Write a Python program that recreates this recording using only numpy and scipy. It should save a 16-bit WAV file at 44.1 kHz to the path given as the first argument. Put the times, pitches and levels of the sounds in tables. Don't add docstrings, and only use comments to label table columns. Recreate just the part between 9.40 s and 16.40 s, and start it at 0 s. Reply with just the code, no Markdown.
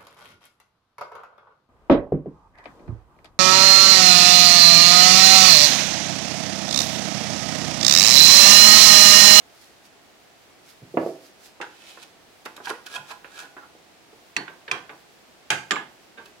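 import sys
import numpy as np
from scipy import signal
from scipy.fft import rfft, irfft, next_fast_len
from scipy.io import wavfile

SR = 44100
rng = np.random.default_rng(int(sys.argv[2]) if len(sys.argv) > 2 else 0)


def wrap_up_sound(samples):
    columns = np.atleast_2d(samples).T
    tamed = np.clip(columns, -1, 1)
    steps = np.round(tamed * 32767).astype(np.int16)
    wavfile.write(sys.argv[1], SR, steps)


N = 308700
T = np.arange(SR // 2) / SR

# start_s, body_db, click_db, ping_hz,
# ping_re_click_db, struck_hz, struck_db
HANDLE_CLACKS = [(4.9647, -26.5, -20.5, 2600, 3, 4380, -30.5), (5.079, -39.5, -38, 1470, 2, 1554, -41),
                 (5.2793, -36.5, -35, 1780, -1, 1695, -46), (5.313, -25, -20, 2480, 6.5, 2360, -29),
                 (5.493, -38.5, -39.5, 1500, -6, 1166, -44), (6.103, -17.5, -17.5, 3150, -4, 1575, -38),
                 (6.3083, -23.5, -19.5, 1825, 0.5, 7170, -30.5), (6.317, -30, -21, 1650, 8, 1204, -26),
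                 (6.358, -32.5, -31, 2240, 9, 2810, -38.5), (6.364, -32, -28, 1160, 19, 1700, -27.5),
                 (6.774, -37.5, -58, 1580, -9, 1576, -41)]
# start_s, level_db
FRAME_JOLTS = [(3.576, -48), (4.967, -46), (6.105, -36)]
# start_s, level_db, hardness_hz
JIG_KNOCKS = [(1.417, -41, 169), (1.447, -51.5, 170), (1.54, -29, 520), (1.5714, -15, 2060),
              (1.587, -21.5, 900), (1.622, -37, 1300), (1.661, -22, 706)]
# start_s, level_db, hardness_hz
PINE_KNOCKS = [(2.201, -34, 1110), (2.213, -30, 5920), (2.572, -43, 1600), (2.64, -54.5, 900),
               (3.0585, -32.5, 1990), (3.177, -42, 1320), (3.201, -39.5, 1100), (3.272, -38, 4500),
               (3.306, -29, 1370), (3.8445, -39.5, 3040), (4.166, -40, 1820), (4.349, -50, 550),
               (4.725, -49, 617)]
# catch_s, level_db, rise_s
PINE_PUSHES = [(2.635, -44, 0.042), (3.302, -32.5, 0.024), (3.563, -32.5, 0.035), (3.718, -37, 0.026)]
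# peak_s, level_db, rise_s
PINE_SLIDES = [(2.5, -46.5, 0.12), (3.256, -34, 0.0096), (4.0, -39.5, 0.049)]
# peak_s, level_db
EDGE_TICKS = [(3.058, -32.5), (3.167, -38.5), (3.4663, -32.5), (6.86, -43.5)]
# start_s, level_db, length_s, hardness_hz
PINE_JUDDERS = [(2.219, -32, .02, 2770), (3.269, -30, 0.0052, 2220), (3.294, -29.5, 0.014, 3030),
                (3.548, -33, 0.033, 2600), (3.703, -34, 0.015, 2800), (4.001, -39.5, 0.052, 1690),
                (4.168, -41, 0.017, 1920), (4.205, -44.5, 0.042, 1300)]
# peak_s, level_db, pitch_hz, half_length_s
PINE_SQUEAKS = [(3.566, -32, 2500, 0.0041), (3.565, -32, 3290, 0.0033)]
# peak_s, level_db, rise_s
SLEEVE_STROKES = [(.23, -53.5, 0.096), (.46, -53.5, 0.021), (1.3, -50, 0.035), (1.675, -51, 0.094),
                  (1.86, -52.5, 0.045), (2.06, -48, 0.036)]

# pitch_hz, level_db, t60_s
HANDLE_MODES = [(406.5, -4, 0.15), (1198, -6, 0.15), (1480, -3, 0.3), (1575, -4, 0.41), (1670, -1, 0.25),
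                (1800, -7, 0.22), (2330, -10, 0.17), (2594, -5.5, 0.24), (2780, -4.5, 0.098),
                (3310, -8.5, 0.13), (3690, -3, 0.14)]
FRAME_MODES = [(112, -1, 0.18), (144, -0.5, 0.25), (192.7, -2, 0.33)]
BENCH_MODES = [(166, 0.5, 0.09), (295, -8, 0.58), (334, 4.5, 0.18), (395, 9, 0.12), (458.5, 0, 0.2),
               (524, -1, 0.23), (618, 2.5, 0.21), (652, -0.5, 0.23), (721, 6, 0.17), (844, 2, 0.12),
               (1120, 3, 0.093), (1717, -15, 0.48)]
PINE_MODES = [(347, -8, 0.6), (476, 7.5, 0.089), (838, 6, 0.23), (1008, 13.5, 0.065), (1403, 13, 0.061),
              (1526, 15, 0.043), (1829, 15.5, 0.041), (2624, 20, 0.026)]
JAW_MODES = [(1350, 1.5, 0.05), (1484, 8.5, 0.076), (1640, 7, 0.053), (2440, -0.5, 0.014)]

# frequency_hz, gain_db
VISE_EQ = [(40, -20), (130, -6), (220, -7), (420, 4), (620, -5.5), (900, 4.5), (1600, -2), (2000, -1.5),
           (2800, -2.5), (5000, -7.5), (8000, -6), (15000, -7)]
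CLICK_EQ = [(200, -26), (800, -8.5), (1800, 0), (4000, -5.5), (8500, -10), (15000, -13)]
BENCH_EQ = [(40, -56), (90, -20), (150, -9.5), (225, -12), (330, 0.5), (650, 0.5), (1000, -8.5),
            (1400, -14), (2500, -18), (6000, -38), (15000, -38)]
PINE_EQ = [(50, -22), (200, -5.5), (320, 9.5), (900, 4), (1500, 11.5), (2000, 6.5), (3000, 2.5),
           (5000, -4.5), (15000, 2)]
SCRAPE_EQ = [(110, -24.5), (350, -7), (800, -5), (1450, -5.5), (2000, 1.5), (3000, 8), (4500, 2),
             (8000, -4.5), (15000, -9)]
CLOTH_EQ = [(150, -5), (600, -13), (1500, 7.5), (3000, 4), (4800, 9), (8000, 2.5), (15000, 5)]
HISS_EQ = [(15, -60), (25, -13), (119, -6.5), (331, -1.5), (598, -4), (684, -1), (997, -7.5), (2300, -9),
           (4400, -13), (6920, -17.5), (15500, -28.5)]

# frequency_hz, t60_s
ROOM_DECAY = [(120, 0.5), (400, 0.36), (14000, 0.32)]
# frequency_hz, side_minus_mid_db
ACTION_WIDTH = [(100, -47), (350, -20), (700, -12), (1500, -2), (4000, -3), (10000, 0)]
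HISS_WIDTH = [(60, -1.5), (300, -3), (700, -4), (1500, -1), (5000, 0)]
# frequency_hz, left_minus_right_db
BENCH_PAN = [(300, -3), (950, -2.5), (1700, -6), (3700, -5), (13000, 1.8)]

FIRM_DB, FIRM_HZ, HARDNESS_DB_PER_OCTAVE = -24, 3460, 12.8
SHAKE_HZ, SHAKE_DB_PER_OCTAVE = 125, 41
RATTLE_RATE_HZ, RATTLE_AT_HZ = 96, 4000
ROCK_S, ROCK_SHRINK, ROCK_FIRST_DB, ROCK_NEXT_DB = .028, 0.65, -19.5, -0.5
ENTER_S, SEATED_S = 2.3, 3.88
GRIP_SHIFT = .025
PUSH_STOP_S, PUSH_BRIGHT_HZ = 0.0072, 11400
TICK_RISE_S, TICK_FALL_S, TICK_BRIGHT_HZ = 0.0029, 0.0055, 14000
TOP_HZ = 15900


def vise_clacks(ping_t60=0.019, struck_t60=0.2, swell_s=0.0033, rise_cycles=2.13, steel_db=-4):
    out = np.zeros((2, N))
    for s, body_db, click_db, ping_hz, ping_db, struck_hz, struck_db in HANDLE_CLACKS:
        hard_hz = hardness(body_db)
        low_hz = SHAKE_HZ * 2 ** ((FIRM_DB - body_db) / SHAKE_DB_PER_OCTAVE)
        push = contact(t60=0.036, push_db=-31, rise_s=rise_cycles / hard_hz)
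        ping = ring([(ping_hz, 0, ping_t60)]) * (1 - np.exp(-T * ping_hz))
        snap = soften(colour(push, CLICK_EQ), 1.76 * hardness(click_db), order=3)
        click = blow(unit(snap) + undb(ping_db) * ping, click_db)
        shake = colour(through(push, workshop()), VISE_EQ)
        body = blow(radiate(soften(shake, hard_hz), low_hz), body_db)
        steel = blow(soften(ring(HANDLE_MODES, rattle=1.0), 3.4 * hard_hz), body_db + steel_db)
        struck = blow(ring([(struck_hz, 0, struck_t60)], rattle=1.0), struck_db)
        swell = 1 - np.exp(-T / swell_s)
        add(out, s, click + body + (steel + struck) * swell)
    return out


def hardness(db):
    return FIRM_HZ * 2 ** ((db - FIRM_DB) / HARDNESS_DB_PER_OCTAVE)


def frame_thumps(rise_s=0.018):
    out = np.zeros((2, N))
    for s, db in FRAME_JOLTS:
        add(out, s, blow(ring(FRAME_MODES) * (1 - np.exp(-T / rise_s)), db))
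    return out


def wood_knocks(rows, eq, modes, contact_t60, push_db, ring_db, room_db, low_hz, grip=0):
    out = np.zeros((2, N))
    for s, db, hard_hz in rows:
        thud = unit(colour(contact(contact_t60, push_db, rise_s=0.00044), eq))
        attack = 1 - np.exp(-T * hard_hz / 1.24)
        wood = (thud + undb(ring_db) * ring(retuned(modes, grip))) * attack
        near = blow(radiate(soften(wood, hard_hz, order=3), low_hz), db)
        add(out, s, near + blow(through(near, workshop()), db + room_db))
    return out


def jig_rocking(rebounds=3):
    for s, db, hard_hz in JIG_KNOCKS:
        yield s, db, hard_hz
        for k in range(rebounds):
            s += ROCK_S * ROCK_SHRINK ** k
            yield s, db + ROCK_FIRST_DB + k * ROCK_NEXT_DB, hard_hz


def scrapes(jaws_db=-0.5, hollow_db=-12, room_db=-7):
    pushes = [(s, db, rise, PUSH_STOP_S, PUSH_BRIGHT_HZ) for s, db, rise in PINE_PUSHES]
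    ticks = [(s, db, TICK_RISE_S, TICK_FALL_S, TICK_BRIGHT_HZ) for s, db in EDGE_TICKS]
    slides = swells(PINE_SLIDES, fall_share=0.58, bright_hz=11900)
    rub = rubbing(pushes + ticks + slides, SCRAPE_EQ, grain_db=3.0, rasp_db=2.0)
    jaws = through(rub * seated(np.arange(N) / SR), ring(JAW_MODES))
    hollow = through(rub, ring(PINE_MODES))
    wood = rub + undb(jaws_db) * jaws + undb(hollow_db) * hollow
    return wood + undb(room_db) * through(wood, workshop())


def rubbing(strokes, eq, grain_db, rasp_db=0, rasp_hz=140):
    out = np.zeros((2, N))
    from_peak = T - T.mean()
    for s, db, rise, fall, bright_hz in strokes:
        grains = np.repeat(undb(grain_db * rng.standard_normal(len(T))), 24)[:len(T)]
        grains = grains * undb(rasp_db * waver(rasp_hz))
        friction = colour(noise(len(T), ACTION_WIDTH) * grains, eq)
        rub = unit(soften(friction, bright_hz)) * np.sqrt(len(T))
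        envelope = np.exp(np.minimum(from_peak / rise, -from_peak / fall))
        add(out, s - T.mean(), rub * undb(db) * envelope)
    return radiate(out, 79)


def swells(rows, fall_share, bright_hz):
    return [(s, db, rise, fall_share * rise, bright_hz) for s, db, rise in rows]


def seated(s):
    return np.interp(s, (ENTER_S, SEATED_S), [0, 1])


def judders(slip_hz=760, uneven=0.355, spread_db=2, low_hz=200, ring_db=-2, jaws_db=-5.5, room_db=-5):
    out = np.zeros((2, N))
    for s, db, length, hard_hz in PINE_JUDDERS:
        gaps, sizes = rng.standard_normal((120, 2)).T
        slip_s = np.cumsum(np.exp(uneven * gaps)) / slip_hz
        slips = np.bincount((slip_s * SR).astype(int), undb(spread_db * sizes), len(T))[:len(T)]
        envelope = np.sqrt(T) * np.exp(-(T / length) ** 2)
        tap = unit(colour(contact(t60=0.0069, push_db=-39, rise_s=0.00083), PINE_EQ))
        wood = tap + undb(ring_db) * ring(retuned(PINE_MODES, GRIP_SHIFT))
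        run = unit(through((slips * envelope)[None], wood))
        jaws = undb(jaws_db) * seated(s) * unit(through(run, ring(JAW_MODES)))
        near = blow(radiate(soften(run + jaws, hard_hz, order=3), low_hz), db)
        add(out, s, near + blow(through(near, workshop()), db + room_db))
    return out


def squeaks(wobble=0.018, wobble_hz=250, room_db=-9):
    out = np.zeros((2, N))
    for s, db, hz, half_s in PINE_SQUEAKS:
        pitch_hz = hz * (1 + wobble * waver(wobble_hz))
        tone = np.sqrt(2) * np.sin(2 * np.pi * np.cumsum(pitch_hz) / SR)
        envelope = np.exp(-((T - T.mean()) / half_s) ** 2)
        add(out, s - T.mean(), tone[None] * undb(db) * envelope)
    return out + undb(room_db) * through(out, workshop())


def sleeves(stir_db=-68, stir_hz=4, swing_db=5):
    cloth = colour(noise(N, ACTION_WIDTH), CLOTH_EQ)
    stir = cloth / cloth.std() * undb(stir_db + swing_db * np.tanh(waver(stir_hz, size=N)))
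    strokes = swells(SLEEVE_STROKES, fall_share=0.83, bright_hz=11900)
    return stir + rubbing(strokes, CLOTH_EQ, grain_db=3.0)


def workshop(build_s=0.0016):
    spectrum = rfft(noise(len(T), ACTION_WIDTH))
    hz = np.arange(spectrum.shape[-1]) * SR / len(T)
    centres, t60s = np.transpose(ROOM_DECAY)
    tail = 0
    for share, t60 in zip(np.eye(len(centres)), t60s):
        band = irfft(spectrum * lookup(np.c_[centres, share], hz))
        tail = tail + band * fade(t60)
    return unit(tail * (1 - np.exp(-(T / build_s) ** 2)))


def hiss(level_db=-53.5, left_db=-1.0):
    air = colour(noise(N, HISS_WIDTH), HISS_EQ)
    return pan(air / air.std() * undb(level_db), left_db)


def contact(t60, push_db, rise_s):
    attack = 1 - np.exp(-(T / rise_s) ** 2)
    force = unit(noise(len(T), ACTION_WIDTH) * fade(t60) * attack)
    force[:, 0] += undb(push_db)
    return force


def ring(modes, skew_rad=0.7, rattle=0):
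    out = 0
    for (hz, db, t60), (size, side) in zip(modes, rng.standard_normal((len(modes), 2))):
        phase = np.array([[1], [-1]]) * np.sign(side) * skew_rad * min(hz / 2000, 1)
        if rattle:
            phase = phase + rattle * hz / RATTLE_AT_HZ * waver(RATTLE_RATE_HZ)
        out = out + undb(db + 2 * size) * fade(t60) * np.sin(2 * np.pi * hz * T + phase)
    return unit(out)


def retuned(modes, share):
    shifts = np.exp(share * rng.standard_normal(len(modes)))
    return [(hz * shift, db, t60) for (hz, db, t60), shift in zip(modes, shifts)]


def soften(x, hz, order=2):
    return signal.sosfilt(signal.butter(order, min(hz, SR * 4 / 9), fs=SR, output="sos"), x)


def radiate(x, hz):
    return signal.sosfilt(signal.butter(3, hz, "high", fs=SR, output="sos"), x)


def colour(x, eq):
    size = next_fast_len(x.shape[-1] + 4096) * 2
    hz = np.arange(size // 2 + 1) * SR / size
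    cepstrum = irfft(np.log(undb(lookup(eq, hz))))
    cepstrum[1:size // 2] *= 2
    cepstrum[size // 2 + 1:] = 0
    return irfft(rfft(x, size) * np.exp(rfft(cepstrum)))[..., :x.shape[-1]]


def through(x, response):
    return signal.fftconvolve(x, response, axes=-1)[:, :x.shape[-1]]


def noise(size, width):
    mid, side = rfft(rng.standard_normal((2, size)))
    share = undb(lookup(width, np.arange(len(mid)) * SR / size))
    return irfft(np.array([mid + share * side, mid - share * side]) / np.sqrt(1 + share ** 2), size)


def waver(hz, size=len(T)):
    drift = soften(rng.standard_normal(size), hz)
    return drift / drift.std()


def fade(t60):
    return np.exp(-np.log(1000) * T / t60)


def blow(x, db):
    return unit(x) * undb(db) * np.sqrt(SR / 100)


def unit(x):
    return x / np.sqrt(np.sum(x ** 2) / len(x))


def undb(db):
    return 10 ** (np.asarray(db) / 20)


def lookup(points, hz):
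    point_hz, value = np.transpose(points)
    return np.interp(np.log(np.maximum(hz, 1)), np.log(point_hz), value)


def add(out, s, x):
    at = int(s * SR) + np.arange(x.shape[-1])
    inside = (at >= 0) & (at < N)
    out[:, at[inside]] += x[:, inside]


def pan(x, left_db):
    return x * undb(np.array([[1], [-1]]) * left_db / 2)


def place_at_bench(x):
    hz = np.arange(N // 2 + 1) * SR / N
    return irfft(pan(rfft(x), lookup(BENCH_PAN, hz)), N)


def scene():
    jig = wood_knocks(jig_rocking(), BENCH_EQ, BENCH_MODES, contact_t60=0.043,
                      push_db=-1.0, ring_db=-6.0, room_db=-4.5, low_hz=132)
    block = wood_knocks(PINE_KNOCKS, PINE_EQ, PINE_MODES, contact_t60=0.072,
                        push_db=-10, ring_db=-8.5, room_db=-5.5, low_hz=93, grip=GRIP_SHIFT)
    vise = vise_clacks() + frame_thumps()
    friction = scrapes() + judders() + squeaks()
    return place_at_bench(jig + block + vise + friction + sleeves()) + hiss()


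def record(dry):
    return signal.sosfilt(signal.ellip(10, .2, 70, TOP_HZ, fs=SR, output="sos"), dry)


dry = scene()
out = record(dry)
wrap_up_sound(out)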